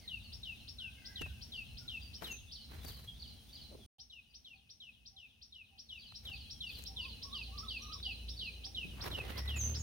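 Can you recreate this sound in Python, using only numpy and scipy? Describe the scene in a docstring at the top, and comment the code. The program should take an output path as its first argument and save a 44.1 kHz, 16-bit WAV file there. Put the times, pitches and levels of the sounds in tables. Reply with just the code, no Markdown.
"""A small bird close by in a garden whistles a rise and a fall, over and over; leaves scatter it and a wall
echoes it. Further off, a second bird and a warbler repeat their own phrases among distant calls, over air,
insects and a low rumble. At the microphone a hand shifts on the camera, which taps and brushes against
leaves. The sound drops out once and the garden swells back slowly. Near the end a far motor speeds up."""
import sys
import numpy as np
from scipy import signal
from scipy.fft import rfft, irfft, next_fast_len
from scipy.io import wavfile
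from scipy.ndimage import uniform_filter1d

SR = 44100
rng = np.random.default_rng(int(sys.argv[2]) if len(sys.argv) > 2 else 0)


def unload_wav(signal):
    """Save mono or channel-first audio to the path in sys.argv[1] as 16-bit WAV at rate SR, clipped to [-1, 1]."""
    wavfile.write(
        sys.argv[1],
        SR,
        np.round(np.clip(np.atleast_2d(signal).T, -1, 1) * 32767).astype(np.int16),
    )


N = 433062
T = np.arange(N) / SR
DROPOUT_START_S, DROPOUT_END_S = 3.862, 3.984


def undb(db):
    """Decibels to gain."""
    return 10 ** (np.asarray(db) / 20)


def curves(rows):
    """Each column of a timed table, joined by straight lines."""
    times, *columns = np.transpose(rows)
    return [np.interp(T, times, column) for column in columns]


def add(track, start_s, sound):
    """Mix a sound into a track."""
    i = int(round(start_s * SR))
    a, b = max(i, 0), min(i + sound.shape[-1], N)
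    if b > a:
        track[..., a:b] += sound[..., a - i:b - i]


def pan(db):
    """Left and right gains for a level difference; positive is to the left."""
    return undb(np.array([[.5], [-.5]]) * db)


def late(x, delay_s):
    """The same sound a little later."""
    return np.interp(T - delay_s, T, x, left=0)


def wander(rate_hz):
    """Smooth random drift with a spread near 1."""
    hold = int(SR / rate_hz)
    steps = np.repeat(rng.standard_normal(N // hold + 1), hold)
    return 1.3 * uniform_filter1d(uniform_filter1d(steps, hold), hold)[:N]


def colour(x, spectrum):
    """Shape a signal by (freq_hz, level_db) points, at rms 1."""
    hz, db = np.transpose(spectrum)
    size = next_fast_len(x.shape[-1])
    bins_hz = np.arange(size // 2 + 1) * SR / size
    gain = undb(np.interp(np.log(bins_hz + 1), np.log(hz), db))
    shaped = irfft(rfft(x, size) * gain, size)[..., :x.shape[-1]]
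    return shaped / np.sqrt(np.mean(shaped ** 2))


def noise(spectrum, side_db, size=N):
    """Coloured stereo noise; side_db sets its width."""
    mid, side = rng.standard_normal((2, size))
    return colour(mid + undb(side_db) * side * np.array([[1], [-1]]), spectrum)


def stroke(start_s, length_s):
    """Contact pressure: quick to build, slower to ease off."""
    return np.interp(T, start_s + length_s * np.array([0, .18, .56, 1]), [.0024, 1.01, .5, .0026])


def scatter(x, delay_s, t60_s, build_s):
    """A cloud of small reflections that builds up and dies away, different at each microphone."""
    t = np.arange(int(.8 * SR)) / SR
    age = np.maximum(t - delay_s, 0)
    envelope = (1 - np.exp(-age / build_s)) * undb(-60 * age / t60_s)
    response = (rng.standard_normal((2, len(t))) * envelope)[:, age < t60_s]
    response /= np.sqrt(np.sum(response ** 2, axis=1, keepdims=True))
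    return signal.oaconvolve(x[None], response, axes=1)[:, :N]


def bounce(sound, echo_db, reach_s=.012):
    """A bird turns its head, so each note meets other near surfaces and beats against their echoes."""
    response = np.zeros((2, int(reach_s * SR) + 16))
    response[:, 0] = 1
    for lag, skew in rng.random((3, 2)):
        left = int((.2 + .8 * lag) * reach_s * SR)
        right = left + int(skew * 8)
        response[[0, 1], [left, right]] += undb(echo_db)
    return signal.fftconvolve(sound[None], response, axes=1)


def further_off(voice):
    """A voice further from the microphone has more of the garden in its sound."""
    leaves = undb(-1) * scatter(voice.mean(0), delay_s=.002, t60_s=.22, build_s=.005)
    garden = undb(-6) * scatter(voice.mean(0), delay_s=.025, t60_s=.4, build_s=.012)
    return undb(-3) * (voice + leaves + garden)


def whistle(shape, ratio=1, waver=.01, flutter_db=3):
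    """A tone gliding through (time_s, pitch_hz, level_db) points; pitch wavers and strength flutters."""
    times, hz, db = np.transpose(shape)
    t = np.arange(int(times[-1] * SR)) / SR
    knots = np.linspace(0, times[-1], 24)
    wobble, flutter = (np.interp(t, knots, row) for row in rng.standard_normal((2, 24)))
    pitch = np.interp(t, times, hz) * ratio * (1 + waver * wobble)
    strength = undb(np.interp(t, times, db) + flutter_db * flutter) * signal.windows.tukey(len(t), .08)
    return np.sqrt(2) * np.sin(2 * np.pi * np.cumsum(pitch) / SR) * strength


def slur(length_s, start_hz, end_hz, waver):
    """One plain gliding note that swells and fades."""
    shape = [(0, start_hz, -9), (length_s / 2, (start_hz + end_hz) / 2, 0), (length_s, end_hz, -9)]
    return whistle(shape, waver=waver)


def hard_whistle(shape, ratio):
    """A hard-blown syrinx wavers more and adds its octave."""
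    tone = whistle(shape, ratio, waver=.014)
    octave = tone ** 2 - uniform_filter1d(tone ** 2, size=64)
    return bounce(tone + undb(-25) * octave, echo_db=-9.5)


# The whole garden at the microphone: time_s, level_db
GARDEN_LEVEL = [(3.86, 0), (3.98, -9.5), (5.6, -10), (6.2, -2.5), (6.7, .8), (7.3, 1.5), (9.8, 2.2)]
def swell():
    """The garden's gain sinks at the dropout and comes back slowly."""
    return undb(curves(GARDEN_LEVEL)[0])


# Open air, all round: freq_hz, level_db
AIR_SPECTRUM = [(60, -11), (150, -6.5), (220, 7), (330, -8.5), (550, -12.5), (800, -11.5), (1050, -20),
                (1900, -19.5), (3000, -10), (5900, -14), (7500, -26.5), (11000, -28.5), (15500, -18)]
def air():
    """A wide, restless hiss."""
    return noise(AIR_SPECTRUM, side_db=-3) * undb(-62.5 + 1.29 * wander(7.7))


# Insects, off to the left: freq_hz, level_db
INSECT_SPECTRUM = [(7800, -29), (8700, -15.5), (9300, -0.5), (9800, -8.5), (11200, -27.5)]
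def insects():
    """A steady, high band of noise."""
    return noise(INSECT_SPECTRUM, side_db=-8.5) * undb(-76 + .6 * wander(25)) * pan(7.8)


# Low rumble at the microphone: freq_hz, level_db
RUMBLE_SPECTRUM = [(20, -27), (40, -16), (62, -1.5), (120, -12.5), (200, -22.5), (400, -52)]
# The hand jolts the camera case: start_s, length_s, level_db
JOLTS = [(0, 1.2, -61), (1.18, .3, -50), (1.45, 1.3, -55), (2.68, .5, -51), (3, .5, -60), (6.1, .9, -62),
         (8.8, 1.3, -51)]
def rumble(floor_gain):
    """A constant low rumble that grows with each jolt of the hand."""
    floor = floor_gain * undb(-60 + 1.5 * wander(5))
    jolts = sum(undb(db) * stroke(start_s, length_s) for start_s, length_s, db in JOLTS)
    return (floor + jolts) * noise(RUMBLE_SPECTRUM, side_db=-12)


# A motor in the distance: time_s, firing_hz, level_db
MOTOR_RUN = [(6.7, 59, -68), (7, 58.8, -54), (8.2, 58.16, -51), (8.8, 58.98, -54), (9.5, 68.75, -45.5),
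             (9.7, 75, -39)]
# Its drone: firing_multiple, level_db
MOTOR_ORDERS = [(1, 1), (1.5, -8), (2, -19), (3, -21)]
# Its exhaust: freq_hz, level_db
EXHAUST_SPECTRUM = [(60, -12), (110, 2), (220, 0), (330, -6), (470, -4), (800, -22), (1500, -45)]
def motor():
    """A far engine drones, then speeds up; only its lowest orders and a dull exhaust roar carry."""
    firing_hz, db = curves(MOTOR_RUN)
    gain = undb(db) * (T > MOTOR_RUN[0][0])
    phase = 2 * np.pi * np.cumsum(firing_hz * (1 + .012 * wander(12))) / SR
    drone = sum(undb(order_db + 2.6 * wander(12)) * np.sin(k * phase) for k, order_db in MOTOR_ORDERS)
    roar = undb(-59) * noise(EXHAUST_SPECTRUM, side_db=-5) * np.sqrt(gain / gain.max())
    return drone * gain * np.sqrt(2) + roar


# Birds far from the microphone: start_s, length_s, start_hz, end_hz, level_db
FAR_CALLS = [(0, .08, 2250, 1800, -62), (0, .08, 4800, 3900, -62), (.225, .085, 4750, 3800, -59),
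             (.59, .05, 4000, 4150, -62), (.766, .65, 1558, 1584, -68), (.95, .35, 2120, 1800, -66),
             (1.535, .055, 4850, 4400, -59), (1.78, .14, 1440, 1390, -70), (2.004, .078, 4710, 4620, -55),
             (3.068, .0376, 3340, 3190, -50), (7.84, .14, 3900, 3880, -57), (9.22, .38, 2030, 1900, -57.5)]
def far_birds(waver_hz=55, hoarseness=.6, chatter_notes=70):
    """Hoarse slurs and random chatter, blurred by reflections."""
    voice = np.zeros(N)
    for start_s, length_s, start_hz, end_hz, db in FAR_CALLS:
        add(voice, start_s, undb(db) * slur(length_s, start_hz, end_hz, waver=waver_hz / start_hz))
    for when, length, pitch, glide, faintness in rng.random((chatter_notes, 5)):
        hz = 3000 + 1800 * pitch
        chirp = slur(.04 + .05 * length, hz, hz * (1 - .22 * glide), waver=.015)
        add(voice, when * T[-1], undb(-63 - 10 * faintness) * chirp)
    voice *= 1 + hoarseness * wander(260)
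    return undb(-5) * voice + undb(-3) * scatter(voice, delay_s=.002, t60_s=.24, build_s=.0022)


def tooting_bird(first_s=3.94, period_s=.586, pitch_hz=775):
    """Even toots far off to the right, heard only through their reflections."""
    toots = np.zeros(N)
    for start_s in np.arange(first_s, T[-1], period_s):
        add(toots, start_s, undb(-66.5) * slur(.07, pitch_hz, pitch_hz, waver=.02))
    return scatter(toots, delay_s=.002, t60_s=.2, build_s=.002) * pan(-10)


# One warble, from the leaves to the right: time_s, pitch_hz, level_db
WARBLE = [(0, 1043, -20), (.03, 1190, -7), (.06, 1240, -4), (.088, 1140, -7), (.128, 1335, 3),
          (.16, 1150, -5), (.19, 950, -15)]
def warbler(first_s=6.935, end_s=7.9, period_s=.286, warm_up_s=.42):
    """Low warbles, each higher and louder as the bird warms up."""
    voice = np.zeros((2, N))
    for start_s in np.arange(first_s, end_s, period_s):
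        cold = np.exp((first_s - start_s) / warm_up_s)
        warble = hard_whistle(WARBLE, ratio=1.02 * (1 - .19 * cold))
        add(voice, start_s, undb(-58.5 - 9 * cold) * warble)
    leaves = undb(-4) * scatter(voice.mean(0), delay_s=.004, t60_s=.16, build_s=.004)
    return (voice + leaves) * pan(-9)


# Thin, high notes, one long and one short: time_s, pitch_hz, level_db
SEEP = [(0, 7150, -9), (.015, 6900, -3), (.03, 6400, -1), (.055, 6100, 3), (.092, 6230, 2),
        (.16, 6280, -14)]
TSIP = [(0, 6960, -30.5), (.015, 6540, 10), (.035, 6150, 1.5), (.055, 5750, -24)]
# Birds in the middle distance: start_s, shape, pitch_ratio, level_db
NEIGHBOUR_CALLS = [(2.298, TSIP, 1, -56), (7.807, TSIP, 0.902, -60.5), (9.558, SEEP, 1.02, -45),
                   (9.778, SEEP, 1.02, -51)]
def neighbours():
    """Single hard-blown calls."""
    voice = np.zeros((2, N))
    for start_s, shape, ratio, db in NEIGHBOUR_CALLS:
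        add(voice, start_s, undb(db) * hard_whistle(shape, ratio))
    return voice


# The second bird's notes: time_s, pitch_hz, level_db
PIP = [(0, 3660, -12), (.018, 3380, -7), (.026, 3900, -7), (.036, 3600, -14), (.047, 4760, -30),
       (.054, 4650, -2), (.064, 4480, 3), (.07, 4320, -15)]
SLUR = [(0, 5150, -8), (.007, 4646, 4), (.015, 4033, 2), (.022, 3455, -5), (.04, 3080, -6),
        (.058, 2860, -7)]
SLUR_HOLD = [(0, 4944, -2), (.01, 4400, 1), (.025, 4150, -2), (.045, 4054, -1), (.06, 4090, -8)]
# Its phrase, with a faint echo of the main slur 58 ms later: offset_s, shape, level_db
PHRASE = [(-.073, PIP, 0), (0, SLUR, 0), (.056, SLUR_HOLD, -3), (.058, SLUR, -8)]
# Its bouts, in the middle distance: first_s, end_s, period_s, level_db
PHRASE_BOUTS = [(2.545, 3.7, .335, -54), (6.008, 8.5, .34, -52)]
def second_bird():
    """One quick whistled phrase, repeated at an even pace and ending on a held note."""
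    voice = np.zeros((2, N))
    for first_s, end_s, period_s, db in PHRASE_BOUTS:
        for start_s in np.arange(first_s, end_s, period_s):
            for offset_s, shape, part_db in PHRASE:
                add(voice, start_s + offset_s, undb(db + part_db) * bounce(whistle(shape), echo_db=-7.5))
            add(voice, start_s + .125, undb(db - 8) * slur(.06, 4080, 4000, waver=.012))
    return voice


# Taps on camera and leaves, at the microphone: start_s, level_db, centre_hz, t60_s, pan_db
TAPS = [(1.212, -39, 280, .07, 0), (1.218, -41, 3000, .028, 3), (1.262, -47.5, 895, .04, -1),
        (2.221, -39.5, 850, .055, 13), (2.849, -48.5, 13000, .02, 6), (2.848, -48, 400, .04, 11),
        (6.123, -53, 1500, .015, 0), (6.823, -41, 13000, .004, 5), (6.839, -37.5, 13000, .003, 5),
        (8.002, -51, 2500, .01, -1), (8.667, -48, 2500, .01, 0), (9.565, -46, 1800, .03, -1)]
def taps():
    """Each contact is a short, damped burst of noise."""
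    out = np.zeros((2, N))
    t = np.arange(4096) / SR
    for start_s, db, hz, t60_s, pan_db in TAPS:
        spectrum = [(hz / 8, -10), (hz / 1.63, 0), (hz * 1.06, -2), (hz * 3, -17), (hz * 10, -32)]
        burst = noise(spectrum, side_db=-2.5, size=len(t))
        add(out, start_s, undb(db - 60 * t / t60_s) * burst * pan(pan_db))
    return out


# Leaves on the camera, at the microphone: start_s, length_s, level_db, treble_over_body_db
BRUSHES = [(2.2, .18, -54, -2), (2.684, .42, -61, -7), (2.81, .31, -59, 8), (3.385, .22, -73, 18),
           (6.222, .21, -65.5, -1), (6.672, .32, -64.5, 6), (9.01, .17, -54.5, -4), (8.86, 1.7, -58.5, -10),
           (9.539, .22, -61, 8)]
# Their body to the right and their treble to the left: freq_hz, level_db
BRUSH_BODY = [(100, -2), (420, 1), (620, -3.5), (1000, -5), (2000, -5.5), (4000, -9.5), (8000, -37.5)]
BRUSH_TREBLE = [(1500, -20), (4000, 5), (6000, 0), (8000, -6), (12000, 3.5), (15500, 2)]
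def leaf_brushes(slips):
    """Leaves drag over the case in tiny slips: a soft rub with a grainy top."""
    grain_db = 2.4 * np.repeat(rng.exponential(size=N // 16 + 1), 16)[:N]
    grains = rng.standard_normal((2, N)) * undb(grain_db)
    body = noise(BRUSH_BODY, side_db=-1.5) * undb(1.1 * wander(45)) * pan(-4.5)
    treble = colour(grains, BRUSH_TREBLE) * pan(9.4)
    out = np.zeros((2, N))
    for start_s, length_s, db, tilt_db in BRUSHES:
        rub = undb(db - tilt_db / 2) * body + undb(db + tilt_db / 2) * treble
        out += stroke(start_s, length_s) * slips * rub
    return out


# The hand on the camera, at the microphone: start_s, length_s, level_db, centre_hz
SCUFFS = [(3.69, .17, -53, 340), (8.74, .4, -53, 190), (8.97, .26, -51, 1050), (9.03, .42, -51.5, 420),
          (9.53, .5, -57, 380)]
def grip_scuffs(slips, lumps_db=2):
    """The grip shifts and slips with dull, lumpy scuffs."""
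    out = np.zeros((2, N))
    for start_s, length_s, db, hz in SCUFFS:
        hollow = [(hz / 3, -14), (hz, 0), (hz * 2, -10), (hz * 4, -30), (hz * 10, -50)]
        pressure = stroke(start_s, length_s) * undb(db + lumps_db * wander(40))
        out += pressure * slips * noise(hollow, side_db=-3)
    return out


# Where the main bird sits as the camera turns: time_s, pan_db
CAMERA_AIM = [(0, 3), (2.6, 2), (4, 2.5), (6.2, 2.5), (7.3, -1), (9.8, -2.5)]
def path_to_microphone(near, rises, falls, left_lag_s=.0004, ground_s=.0051, wall_s=.114):
    """The ground's quick echo makes glides throb; leaves scatter the rise most; a wall answers later."""
    voice = rises + falls
    near = np.array([late(near[0], left_lag_s), near[1]])
    ground = undb(-2.2) * np.array([late(voice, ground_s + left_lag_s), late(voice, ground_s)])
    leaves = undb(2.5) * scatter(rises, delay_s=.0037, t60_s=.19, build_s=.0045)
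    leaves += undb(-5) * scatter(falls, delay_s=.0022, t60_s=.17, build_s=.0016)
    wall = undb(-11.5) * scatter(voice, delay_s=wall_s, t60_s=.22, build_s=.009)
    garden = undb(-10) * scatter(voice, delay_s=.02, t60_s=.66, build_s=.015)
    pan_db, = curves(CAMERA_AIM)
    return undb(-3.5) * (near + ground + leaves + wall + garden) * pan(pan_db)


# The main bird's notes: time_s, pitch_hz, level_db
RISE = [(0, 2600, -12), (.006, 3700, -3), (.012, 4770, -1), (.018, 5370, 0), (.025, 5600, -2.5),
        (.031, 5670, -9)]
FALL = [(0, 4350, 4.5), (.007, 3680, 4), (.024, 3130, .5), (.045, 2890, 1.5), (.066, 2740, 4),
        (.088, 2630, -1), (.106, 2540, -4), (.118, 2480, -15)]
# A falling whistle that ends lower, its loudness rippled by the ground's echo: time_s, pitch_hz, level_db
SECOND_BOUT_FALL = [(0, 4250, 8), (.008, 3650, 4.5), (.02, 3230, -.5), (.036, 2950, 4.5), (.052, 2850, -2),
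                    (.068, 2745, -.5), (.094, 2540, 0), (.112, 2420, -12)]
# Its calls, close to the microphone, in two bouts: start_s
CALL_STARTS = [-.036, .318, .671, 1.044, 1.407, 1.766, 2.129, 2.507, 3.986, 4.334, 4.689, 5.05, 5.411,
               5.776, 6.139, 6.492, 6.851, 7.215, 7.569, 7.915, 8.278, 8.634, 9.001, 9.364, 9.737]
def main_bird(break_s=2.5, settle_s=2.0):
    """A rising whistle, then a falling one; the second bout is sung harder."""
    near, rises, falls = np.zeros((2, N)), np.zeros(N), np.zeros(N)
    for start_s in CALL_STARTS:
        second_bout = start_s > DROPOUT_START_S
        # fresh after the pause, the rise is higher and stronger; then it settles
        fresh = second_bout * np.exp(-((start_s - DROPOUT_END_S) / settle_s) ** 2)
        rise_db = -49.7 + 2.2 * second_bout + 3.5 * fresh
        rise = undb(rise_db) * whistle(RISE, ratio=1 + .036 * fresh, waver=.008, flutter_db=2)
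        add(rises, start_s, rise)
        add(near, start_s, bounce(rise, echo_db=-4))
        if second_bout or start_s < break_s:  # the first bout breaks off after a rise
            shape = SECOND_BOUT_FALL if second_bout else FALL
            fall = undb(-48.7 + 1.1 * second_bout) * whistle(shape, waver=.008, flutter_db=3.2)
            fall_s = start_s + .111
            add(falls, fall_s, fall)
            add(near, fall_s, bounce(fall, echo_db=-10, reach_s=.028))
    return path_to_microphone(near, rises, falls)


def scene():
    """The birds, the garden behind them, the hand on the camera and the motor."""
    birds = main_bird() + further_off(second_bird() + neighbours())
    birds += warbler() + far_birds() + tooting_bird()
    floor_gain = swell() ** 1.2  # the background sinks and swells more than the birds
    background = floor_gain * (air() + insects()) + rumble(floor_gain)
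    handling = taps()
    slips = undb(3.4 * wander(170) + 2 * wander(25) - 1.7)  # uneven friction on the case
    handling += leaf_brushes(slips) + grip_scuffs(slips)
    return birds * swell() + background + handling + motor()


def record(dry, top_hz=15850):
    """The sound drops out for a moment, and the highest treble is cut."""
    live = (T < DROPOUT_START_S) | (T > DROPOUT_END_S)
    gate = uniform_filter1d(live.astype(float), size=64)
    lowpass = signal.ellip(10, .2, 70, top_hz, fs=SR, output="sos")
    return signal.sosfilt(lowpass, dry * gate)


dry = scene()
out = record(dry)
unload_wav(out)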